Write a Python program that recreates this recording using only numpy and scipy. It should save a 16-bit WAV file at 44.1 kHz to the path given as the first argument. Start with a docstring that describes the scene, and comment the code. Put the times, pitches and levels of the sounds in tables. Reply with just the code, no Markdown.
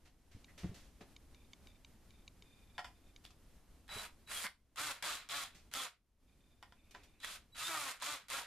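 """A low room rumble is heard first, with wood sliding and thumping on a cloth-covered workshop bench.
A nearby camera's lens ticks and whirs faintly, and a steel bit is seated in a screw with a few clacks.
A cordless drill then drives screws into a wooden jig in ten short trigger pulls: gears and friction
force the housing and jig to growl and grind, the chuck rattles, fan and brushes hiss, and the screw
squeals by stick-slip. The small room adds a short reverberation."""
import sys
import numpy as np
from scipy import signal
from scipy.fft import rfft, irfft
from scipy.io import wavfile
from scipy.ndimage import uniform_filter1d

SR = 44100
rng = np.random.default_rng(int(sys.argv[2]) if len(sys.argv) > 2 else 0)


def int16_out(signal):
    """Quantize to a 16-bit WAV file."""
    q = np.round(np.clip(np.atleast_2d(signal).T, -1, 1) * 32767)
    wavfile.write(sys.argv[1], SR, q.astype(np.int16))


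N = 373086
TIME = np.arange(N) / SR

# Levels are relative within each table; a decay time is that of a 60 dB fall.
# workshop rumble and hiss: (frequency [Hz], level [dB])
AMBIENT_SPECTRUM = [(20, 1.5), (50, 2.5), (80, -1), (130, -10), (250, -9), (420, -17.5), (800, -22),
                    (1500, -26.5), (3500, -29.5), (7000, -31.5), (11000, -32), (14000, -36.5)]
# its course, which sinks around the loud pulls: (time [s], level [dB])
AMBIENT_LEVEL = [(.27, -67.5), (.4, -62), (4.38, -63.5), (4.56, -76), (4.75, -72.5), (5.25, -71),
                 (5.55, -66.5), (5.73, -66.5), (5.82, -79.5), (6.17, -79), (6.24, -69.5), (7.0, -66.5),
                 (7.66, -67.5), (7.73, -75.5), (8.46, -70.5)]
# hands, cloth and wood slide: (time [s], level [dB], rise [s], decay time [s], tilt [dB/octave])
SCUFFS = [(0.049, -54.5, .027, 0.12, -2), (.31, -65.5, .01, .42, -0.5), (.488, -68, 0.0038, 0.16, -2),
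          (.576, -56, 0.0037, 0.47, -0.5), (0.632, -55, .0022, .33, -5.5), (.743, -59, 0.0017, 0.5, 0.5),
          (1.005, -50, .008, 0.12, -4.5), (3.237, -56.5, 0.012, 0.13, 1), (3.305, -61, 0.0011, 0.084, -1),
          (5.545, -59, .0053, 0.3, 0), (6.909, -59.5, 0.00084, 0.12, 2), (6.943, -61, .0014, 0.38, -3.5),
          (7.033, -62, 0.0014, 0.15, 0.5)]
# sliding friction: (frequency [Hz], level [dB])
SCUFF_SPECTRUM = [(100, -54), (300, -8.5), (1000, -11.5), (2200, -7.5), (3600, -9.5), (6000, -10.5),
                  (14000, -24)]
# wood is set down or pressed on the bench: (time [s], level [dB], pitch [ratio])
THUMPS = [(.349, -49.5, 0.6), (0.363, -57.5, 1.33), (.633, -44, 0.98), (.644, -34, 0.9),
          (0.693, -42.5, 0.63), (.713, -49, 1.1), (1.01, -54.5, 1.2), (3.958, -49, 0.615),
          (3.964, -53.5, 2.42), (4.444, -55, 1.22), (4.801, -56.5, .62), (4.884, -62, 0.46),
          (5.551, -60, .87)]
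# padded bench: (nominal frequency [Hz], level [dB], decay time [s])
BENCH_MODES = [(90.4, -14, 0.077), (176, 2, 0.032), (347, -10.5, 0.044)]
# the lens mechanism ticks: (time [s], level [dB])
TICKS = [(.444, -46.5), (1.164, -44), (1.346, -50.5), (1.533, -41), (1.671, -47.5), (1.847, -45),
         (2.106, -53), (2.2781, -41.5), (2.4227, -46.5), (3.162, -44.5)]
# camera body: (nominal frequency [Hz], level [dB], nominal decay time [s])
CAMERA_MODES = [(1070, -14, 0.025), (2290, -0.5, 0.018), (2970, 4, 0.0092), (3686, 0.5, 0.02),
                (4400, -1.5, 0.013), (4820, -8.5, 0.02), (5700, -8.5, 0.018), (6440, -10, 0.028),
                (7160, 1, 0.0067)]
# wood or bit rubs with a hollow rasp: (start [s], end [s], level [dB], resonance [Hz])
SCRAPES = [(0.485, 0.51, -62, 1890), (6.755, 7.194, -82.5, 2450)]
# the focus motor runs: (start [s], end [s], level [dB])
WHIRS = [(1.34, 1.47, -78), (1.67, 1.77, -75), (2.1, 2.23, -77.5), (2.43, 2.78, -77), (2.94, 3.13, -80),
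         (6.27, 7.2, -83.5)]
# its resonances: (frequency [Hz], width [Hz], level [dB])
FOCUS_PEAKS = [(2410, 220, 2.5), (3600, 180, 5.5), (4800, 150, -6), (7070, 200, -10)]
# the bit seats or jumps in the screw head:
# (time [s], level [dB], ring length [ratio], tilt [dB/octave], rebound [dB])
CLACKS = [(2.781, -35, 0.86, -1.5, -1), (2.8448, -44, 1.5, 0.5, -8.5), (3.252, -49, .25, 12, -3),
          (3.891, -47.5, 0.72, -1, -8), (4.441, -34.5, 0.37, 2.5, -3), (4.467, -38.5, 0.23, 11, -16),
          (5.028, -36, 0.43, 4, -17), (5.055, -40, 1.1, 6, -16), (5.751, -38.5, 0.47, 12.5, -9),
          (6.627, -47.5, 0.84, 0, -33), (6.723, -51, 0.38, 0, -23), (6.949, -43.5, 0.5, -3, -14),
          (7.235, -50, .55, 1, -4), (8.023, -42.5, 0.43, -7, -18)]
# contact noise of a clack: (frequency [Hz], level [dB])
CRACK_SPECTRUM = [(200, -25), (500, -10.5), (800, 9), (1200, -0.5), (1900, 3), (2400, -3.5), (3100, -2),
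                  (3550, -5.5), (4000, -23.5), (4650, -3), (5200, -3.5), (6000, -13), (9000, -15),
                  (14000, -27)]
# screw and board: (frequency [Hz], level [dB], nominal decay time [s])
JIG_MODES = [(706, -19, 0.36), (744, -9, 0.1), (904, -7, 0.066), (1004, 2, .12), (1387, 1, 0.045),
             (1550, -7.5, 0.088), (1830, -14.5, 0.12), (1910, -4, 0.056), (2060, -7, 0.04),
             (2440, -16.5, 0.21), (2970, -19, .088), (3505, 5.5, 0.016), (3010, -2, 0.031),
             (4440, -10.5, 0.073), (5320, -20.5, .1)]
# trigger pulls: (start [s], bite [s], hold [s], swell [s], spin-up [s], top speed [turns/s],
# sag [turns/s^2], step on release [dB], fade [dB/s], grinding [dB], rattle [dB], hiss [dB],
# gear tone over grinding [dB], vent weight in the hiss [0-1], trigger click [dB], bite snap [dB])
PULLS = [ (3.879, 3.88, 0.17, 0.06, 0.12, 218, 180, 2.5, 375, -49.5, -56.5, -52, -1, 0.38, -87, -58),
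         (4.274, 4.449, 0.19, 0.044, 0.11, 300, 32, -8.5, 349, -45, -57.5, -45.5, -1.5, 0.51, -70, -52),
         (4.759, 4.772, 0.16, 0.024, .092, 308, 520, -3.5, 167, -43.5, -51, -46, 6, 0.14, -49, -54),
         (5.026, 5.025, .127, 0.0061, 0.037, 315, 423, -0.5, 180, -45, -47.5, -47, -1, 0, -44, -35),
         (5.289, 5.302, 0.15, 0.01, 0.066, 287, 140, -2, 220, -45.5, -45.5, -47.5, 2, 0.1, -45, -53.5),
         (5.714, 5.7377, 0.14, 0.042, .07, 270, 250, 0, 330, -46, -52.5, -47, 2.5, .08, -59, -30.5),
         (7.202, 7.246, .158, 0.039, 0.11, 260, 97.7, -1, 333, -53, -53.5, -53.5, -11, 0.18, -57, -34.5),
         (7.547, 7.681, .375, 0.037, .145, 338, 390, -6, 170, -44, -53, -47, 9.5, 0.18, -76, -34.5),
         (8.0, 8.023, 0.14, 0.029, 0.11, 297, 60, 0, 220, -44, -48.5, -46, 5, 0.04, -54, -38),
         (8.284, 8.301, 0.11, .028, 0.07, 275, 42, 0.5, 216, -41.5, -48, -46, 0, 0.17, -49, -35), ]
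# trigger click and bite snap: (frequency [Hz], level [dB])
SNAP_SPECTRUM = [(300, -25.5), (1200, 5), (4500, -1), (9000, 1), (14000, -9.5)]
# gear tones: (order [multiple of motor speed], level [dB])
GEAR_ORDERS = [(.42, -1), (.5, -6), (1, 13), (1.5, -12.5), (2, -0.5), (2.5, -2.5), (3, 2.5), (3.5, -3.5),
               (4, 3.5), (4.5, -2), (5, 0.5), (6, -5.5), (7, -3.5), (8, -4.5), (9, -8)]
# response of housing and jig together: (frequency [Hz], level [dB])
BODY_SPECTRUM = [(60, -43), (130, -13), (210, -24.5), (300, -21.5), (430, -7.5), (750, -2.5), (1050, -8),
                 (1400, 5), (1700, 2.5), (2150, 2.5), (2700, 2.5), (3500, -10.5), (4600, -5), (14000, -47)]
# their resonances: (frequency [Hz], width [Hz], boost [dB])
BODY_PEAKS = [(610, 110, 0.5), (954, 36, 10.5), (1057, 26, 10.5), (1129, 160, 7), (1265, 55, 4),
              (1465, 5.3, 2), (1510, 44, 0.5), (1860, 35, 1.5), (2080, 33, 0.5), (2380, 40, 2)]
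# response of bit and chuck: (frequency [Hz], level [dB])
CHUCK_SPECTRUM = [(1000, -40), (2400, -3.5), (2900, -9.5), (3400, 3.5), (4100, -7), (4700, -8.5),
                  (5600, -10), (14000, -49.5)]
# their resonances: (frequency [Hz], width [Hz], boost [dB])
CHUCK_PEAKS = [(3090, 56, 10.5), (3350, 45, 7.5), (3650, 97, 3), (4030, 230, 12.5), (4630, 130, 5.5)]
# fan air and brushes: (frequency [Hz], level [dB])
HISS_SPECTRUM = [(500, -15.5), (1500, -8.5), (2500, -3), (3600, -0.5), (5000, -1), (6100, -4), (6750, 0),
                 (8500, -2.5), (10000, -5.5), (11000, -6), (14000, -12)]
# air singing in the vents: (frequency [Hz], level [dB])
VENT_SPECTRUM = [(6000, -41.5), (8000, -15), (9200, -7.5), (10000, -4), (10700, -28), (12000, -12.5),
                 (14000, -19.5)]
# the speed control whines with the trigger part way in: (start [s], end [s], level [dB])
WHINES = [(3.893, 4.018, -56), (4.269, 4.316, -64.5), (7.197, 7.24, -69), (7.525, 7.59, -68)]
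# the screw squeals: (start [s], end [s], first pitch [Hz], last pitch [Hz], level [dB], jitter [ratio])
SQUEALS = [(4.338, 4.407, 3420, 3130, -45, 0.016), (4.442, 4.482, 1890, 1747, -40.5, 0.15),
           (5.755, 5.84, 3270, 3385, -45, 0.061), (7.228, 7.262, 1870, 1880, -46, 0.071),
           (7.587, 7.622, 2537, 2820, -52, 0.036), (7.629, 7.696, 3440, 3830, -41.5, 0.0076)]
# workshop reverberation: (frequency [Hz], decay time [s])
ROOM_DECAY = [(150, 0.14), (1000, 0.19), (4000, 0.2), (12000, 0.18)]
# likeness of left and right: (frequency [Hz], coherence [0-1])
COHERENCE = [(100, 0.93), (1000, 0.87), (2000, 0.84), (4000, 0.62), (8000, 0.22), (13000, 0.27)]
# stereo balance: (frequency [Hz], right minus left [dB])
BALANCE = [(100, -0.3), (700, -0.6), (2000, 0.76), (4000, 1.1), (8000, 0), (13000, 1.5)]


def amp(db):
    """Amplitude ratio of a level in decibels."""
    return 10 ** (np.asarray(db) / 20)


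def unit_rms(x):
    """Normalisation to unit mean power."""
    return x / np.sqrt(np.mean(x ** 2) + 1e-20)


def at_frequency(points, hz):
    """Interpolation on a logarithmic frequency axis."""
    f, value = np.transpose(points)
    return np.interp(np.log(hz + 1), np.log(f + 1), value)


def add(mix, s, sound):
    """Superposition of a sound on the mix, from time s."""
    part = mix[:, max(round(s * SR), 0):][:, :sound.shape[-1]]
    part += sound[..., :part.shape[1]]


def bins(x):
    """Fourier frequencies of a signal, in Hz."""
    return np.fft.rfftfreq(x.shape[-1], 1 / SR)


def resonance(hz, centre, width):
    """Lorentzian peak of unit height."""
    return 1 / (1 + (2 * (hz - centre) / width) ** 2)


def colour(x, spectrum, tilt_db=0, peaks=()):
    """Source-filter shaping by a spectrum, a tilt per octave and resonances, at unit rms."""
    hz = bins(x)
    db = at_frequency(spectrum, hz) + tilt_db * np.log2(np.maximum(hz, 200) / 2000)
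    db += sum(boost * resonance(hz, f, width) for f, width, boost in peaks)
    return unit_rms(irfft(rfft(x) * amp(db), x.shape[-1]))


def spread(pair):
    """Partial coherence: two independent signals become alike in the bass, diffuse in the treble."""
    coherence = np.clip(at_frequency(COHERENCE, bins(pair)), 0, 1)
    mid, side = rfft(pair) * np.sqrt([(1 + coherence) / 2, (1 - coherence) / 2])
    return irfft(np.array([mid + side, mid - side]), pair.shape[-1])


def noise(size):
    """Partly coherent stereo white noise."""
    return spread(rng.standard_normal((2, size)))


def wander(hz):
    """Random modulation of unit rms, low-passed at hz."""
    return unit_rms(irfft(rfft(rng.standard_normal(N)) / (1 + (bins(TIME) / hz) ** 4), N))


def grains(per_s, spread_db):
    """Shot noise: a Poisson train of tiny impulses of uneven size."""
    size = amp(spread_db * np.minimum(rng.exponential(1, N), 4))
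    struck = rng.random(N) < per_s / SR
    return unit_rms(spread(size * struck * rng.choice([-1., 1.], (2, N))))


def gate(rows, edge_s):
    """Soft-edged envelope, open during each (start, end, level) row."""
    steps = sum(amp(db) * ((TIME > start) & (TIME < end)) for start, end, db in rows)
    return uniform_filter1d(steps, round(edge_s * SR))


def room_rumble(waver_db=1):
    """Ambient noise, with its power density greatest in the bass."""
    level_db = np.interp(TIME, *np.transpose(AMBIENT_LEVEL))
    return colour(noise(N), AMBIENT_SPECTRUM) * amp(level_db + waver_db * wander(11))


def scuffs():
    """Sliding friction radiates short bursts of broadband noise."""
    out, t = np.zeros((2, N)), np.arange(SR // 2) / SR
    for s, db, rise, t60, tilt_db in SCUFFS:
        envelope = np.minimum(t / rise, 1) * amp(db - 60 * t / t60)
        add(out, s, colour(noise(len(t)), SCUFF_SPECTRUM, tilt_db) * envelope)
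    return out


def bench_thumps(rise_s=.0031, gain_db=11):
    """A cushioned impact of wood excites the low, heavily damped modes of the bench."""
    out, t = np.zeros((2, N)), np.arange(SR // 2) / SR
    for s, db, pitch in THUMPS:
        ring = sum(amp(level - 60 * t / t60) * np.sin(2 * np.pi * hz * pitch * t)
                   for hz, level, t60 in BENCH_MODES)
        add(out, s, amp(db + gain_db) * (1 - np.exp(-t / rise_s)) * ring)
    return out


def lens_ticks(gain_db=-4, detune=.04, damping=1.12, rise_s=.0009):
    """Each tick sets the camera body in free vibration, its modes slightly detuned at random."""
    out, t = np.zeros((2, N)), np.arange(SR // 25) / SR
    onset = 1 - np.exp(-t / rise_s)
    for s, db in TICKS:
        for hz, level, t60 in CAMERA_MODES:
            mode_hz = hz * (1 + detune * rng.uniform(-1.1, 1))
            envelope = onset * amp(db + gain_db + level - 60 * damping * t / t60)
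            add(out, s, envelope * np.sin(2 * np.pi * (mode_hz * t + rng.random())))
    return out


def scrapes(width_hz=530, uneven_db=3):
    """Friction noise filtered by a single resonance gives a hollow rasp."""
    out = np.zeros((2, N))
    for start, end, db, hz in SCRAPES:
        rasp = unit_rms(irfft(rfft(noise(N)) * resonance(bins(TIME), hz, width_hz), N))
        out += rasp * gate([(start, end, db)], edge_s=.016)
    return out * amp(uneven_db * wander(30))


def focus_whir(depth_db=6):
    """The focus motor whirs in fits: narrow bands of noise under random amplitude modulation."""
    hz = bins(TIME)
    response = sum(amp(db) * resonance(hz, f, width) for f, width, db in FOCUS_PEAKS)
    fits = amp(depth_db * np.tanh(2 * wander(30)))
    return unit_rms(irfft(rfft(noise(N)) * response, N) * fits) * gate(WHIRS, edge_s=.02)


def bit_clacks(ring_db=-10, crack_db=-7, uneven_db=2.5, crack_s=.095, rebound_s=.011):
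    """Steel strikes the screw head and rebounds once; each impact cracks and rings the jig's modes."""
    out, t = np.zeros((2, N)), np.arange(SR // 4) / SR
    for s, db, length, tilt_db, rebound_db in CLACKS:
        for at, blow_db in (s, db), (s + rebound_s, db + rebound_db):
            blow = colour(noise(len(t)), CRACK_SPECTRUM, tilt_db)
            blow *= amp(crack_db - 60 * t / (crack_s * length))
            for hz, level, t60 in JIG_MODES:
                # each blow lands a little differently and favours other modes
                mode_db = level - uneven_db * rng.standard_normal() + tilt_db * np.log2(hz / 2000)
                envelope = amp(ring_db + mode_db - 60 * t / (t60 * length))
                blow += envelope * np.sin(2 * np.pi * (hz * t + rng.random()))
            add(out, at, amp(blow_db) * blow)
    return out


def snaps(click_t60=.02, snap_t60=.014):
    """Broadband transients: the trigger clicks, and the gear backlash closes as the screw bites."""
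    out, t = np.zeros((2, N)), np.arange(SR // 20) / SR
    for start, bite, *_, click_db, snap_db in PULLS:
        add(out, start, colour(noise(len(t)), SNAP_SPECTRUM) * amp(click_db - 60 * t / click_t60))
        add(out, bite, colour(noise(len(t)), SNAP_SPECTRUM) * amp(snap_db - 60 * t / snap_t60))
    return out


def motor_drive(kick=.68, coast_s=.2, bite_s=.018, unload_s=.0048, swell_db=-15, droop_db=-4):
    """Speed and source envelopes: the motor spins up, sags under load and coasts by inertia."""
    pulls = np.array(PULLS)
    latest = np.maximum(np.searchsorted(pulls[:, 0], TIME) - 1, 0)
    (start, bite, held, swell, spin_up, top, sag, step_db, fade,
     grind_db, rattle_db, hiss_db, tone_db, vent_weight) = pulls.T[:-2, latest]
    t = np.maximum(TIME - start, 0)
    coasting = np.maximum(t - held, 0)
    spin = 1 - (1 - kick) * np.maximum(1 - t / spin_up, 0) ** 2  # share of top speed
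    speed = (top * spin - sag * np.maximum(t - coasting - spin_up, 0)) * np.exp(-coasting / coast_s)
    effort_db = swell_db * np.maximum(1 - t / swell, 0) + droop_db * np.minimum(t / held, 1)
    effort = (TIME > start) * amp(effort_db)
    slack = 1 - np.clip((TIME - bite) / bite_s, 0, 1)  # 1 until the screw bites
    release_db = step_db * np.minimum(coasting / unload_s, 1) - fade * coasting
    load = effort * amp(grind_db - 5.5 * slack + release_db)
    rattle = effort * amp(rattle_db + release_db)
    # the hiss gains 19 dB per doubling of spin and fades faster than the gears
    hiss = effort * amp(hiss_db + 19 * np.log2(spin) + 1.45 * release_db)
    # the gear tone sinks into the grinding by 30 dB per halving of speed
    tone = amp(tone_db - 9.5 * slack + 30 * np.log2(speed / top))
    return speed, load, rattle, hiss, tone, vent_weight


def drill(jitter=.009, flutter_db=4, throb=.027, grit=.72, chatter_db=.58, lurch_db=1.44):
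    """Forced vibration: gears and friction drive housing and jig; the chuck rattles, the fan hisses."""
    speed, load, rattle, hiss, tone, vent_weight = motor_drive()
    angle = 2 * np.pi * np.cumsum(speed * (1 + jitter * wander(160))) / SR
    # tooth contact is uneven, so each order flutters on its own
    gears = sum(amp(db + flutter_db * wander(50)) * np.cos(k * angle + 2 * np.pi * rng.random())
                for k, db in GEAR_ORDERS)
    # friction surges once every second motor turn
    surge = (1 + throb * np.cos(angle / 2)) * amp(chatter_db * wander(80))
    friction = surge * (noise(N) + grit * grains(per_s=1500, spread_db=4.5))
    grind = colour(friction, BODY_SPECTRUM, peaks=BODY_PEAKS)
    growl = colour(gears, BODY_SPECTRUM, peaks=BODY_PEAKS)
    growl /= np.sqrt(np.average(growl ** 2, weights=load ** 2))  # unit rms under load
    body = (grind + tone * growl) / np.sqrt(1 + tone ** 2)
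    chuck = colour(surge * grains(per_s=2200, spread_db=-1), CHUCK_SPECTRUM, peaks=CHUCK_PEAKS)
    brushes = colour(surge * (noise(N) + grit * grains(per_s=2500, spread_db=5.5)), HISS_SPECTRUM)
    vents = colour(noise(N), VENT_SPECTRUM)
    air = np.sqrt(1 - vent_weight) * brushes + np.sqrt(vent_weight / 2) * vents
    lurch = amp(lurch_db * wander(21))  # the screw meets harder and softer wood
    return lurch * (amp(1) * load * body + rattle * chuck) + amp(4.5) * hiss * air


def control_whine(switch_hz=3925, second_db=-16, third_db=-18, waver_db=2):
    """Chopped motor current sounds at the switching frequency and its harmonics."""
    angle = 2 * np.pi * switch_hz * TIME
    tone = np.sin(angle) + amp(second_db) * np.sin(2 * angle) + amp(third_db) * np.sin(3 * angle)
    return unit_rms(tone) * gate(WHINES, edge_s=.015) * amp(waver_db * wander(40))


def screw_squeals():
    """Stick-slip oscillation of steel in the tight hole gives short, unsteady gliding tones."""
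    out, slips = np.zeros((2, N)), wander(300)
    for start, end, from_hz, to_hz, db, jitter in SQUEALS:
        size = round((end - start) * SR)
        hz = np.linspace(from_hz, to_hz, size) * (1 + jitter * slips[round(start * SR):][:size])
        envelope = amp(db) * np.sin(np.linspace(0, np.pi, size))
        add(out, start, envelope * np.sin(2 * np.pi * np.cumsum(hz) / SR))
    return out


def reverberation(x, gap_s=.004):
    """The diffuse field of a small, damped room decays exponentially, each band at its own rate."""
    hz, t, bands = signal.stft(noise(SR // 2), SR, nperseg=256)
    decay = amp(-60 * t / at_frequency(ROOM_DECAY, hz)[:, None]) * (t > gap_s)
    tail = signal.istft(bands * decay, SR, nperseg=256)[1]
    return signal.fftconvolve(x, tail / np.linalg.norm(tail[0]), axes=1)[:, :N]


def scene():
    """Superposition of all direct sound and the reverberation of the tool and the handling."""
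    tool = drill() + control_whine() + screw_squeals() + snaps()
    handling = bit_clacks() + scuffs() + bench_thumps() + scrapes()
    room = reverberation(amp(-11.5) * tool + amp(-7) * handling)
    return tool + handling + room + lens_ticks() + focus_whir() + room_rumble()


def record(dry, cutoff_hz=14350):
    """Linear filtering: the right channel is a little brighter, and a low-pass limits the band."""
    lean_db = at_frequency(BALANCE, bins(dry)) / 2
    heard = irfft(rfft(dry) * amp([-lean_db, lean_db]), N)
    low_pass = signal.firwin(511, cutoff_hz, window=("kaiser", 9), fs=SR)
    return signal.oaconvolve(heard, low_pass[None], "same")


dry = scene()
out = record(dry)
int16_out(out)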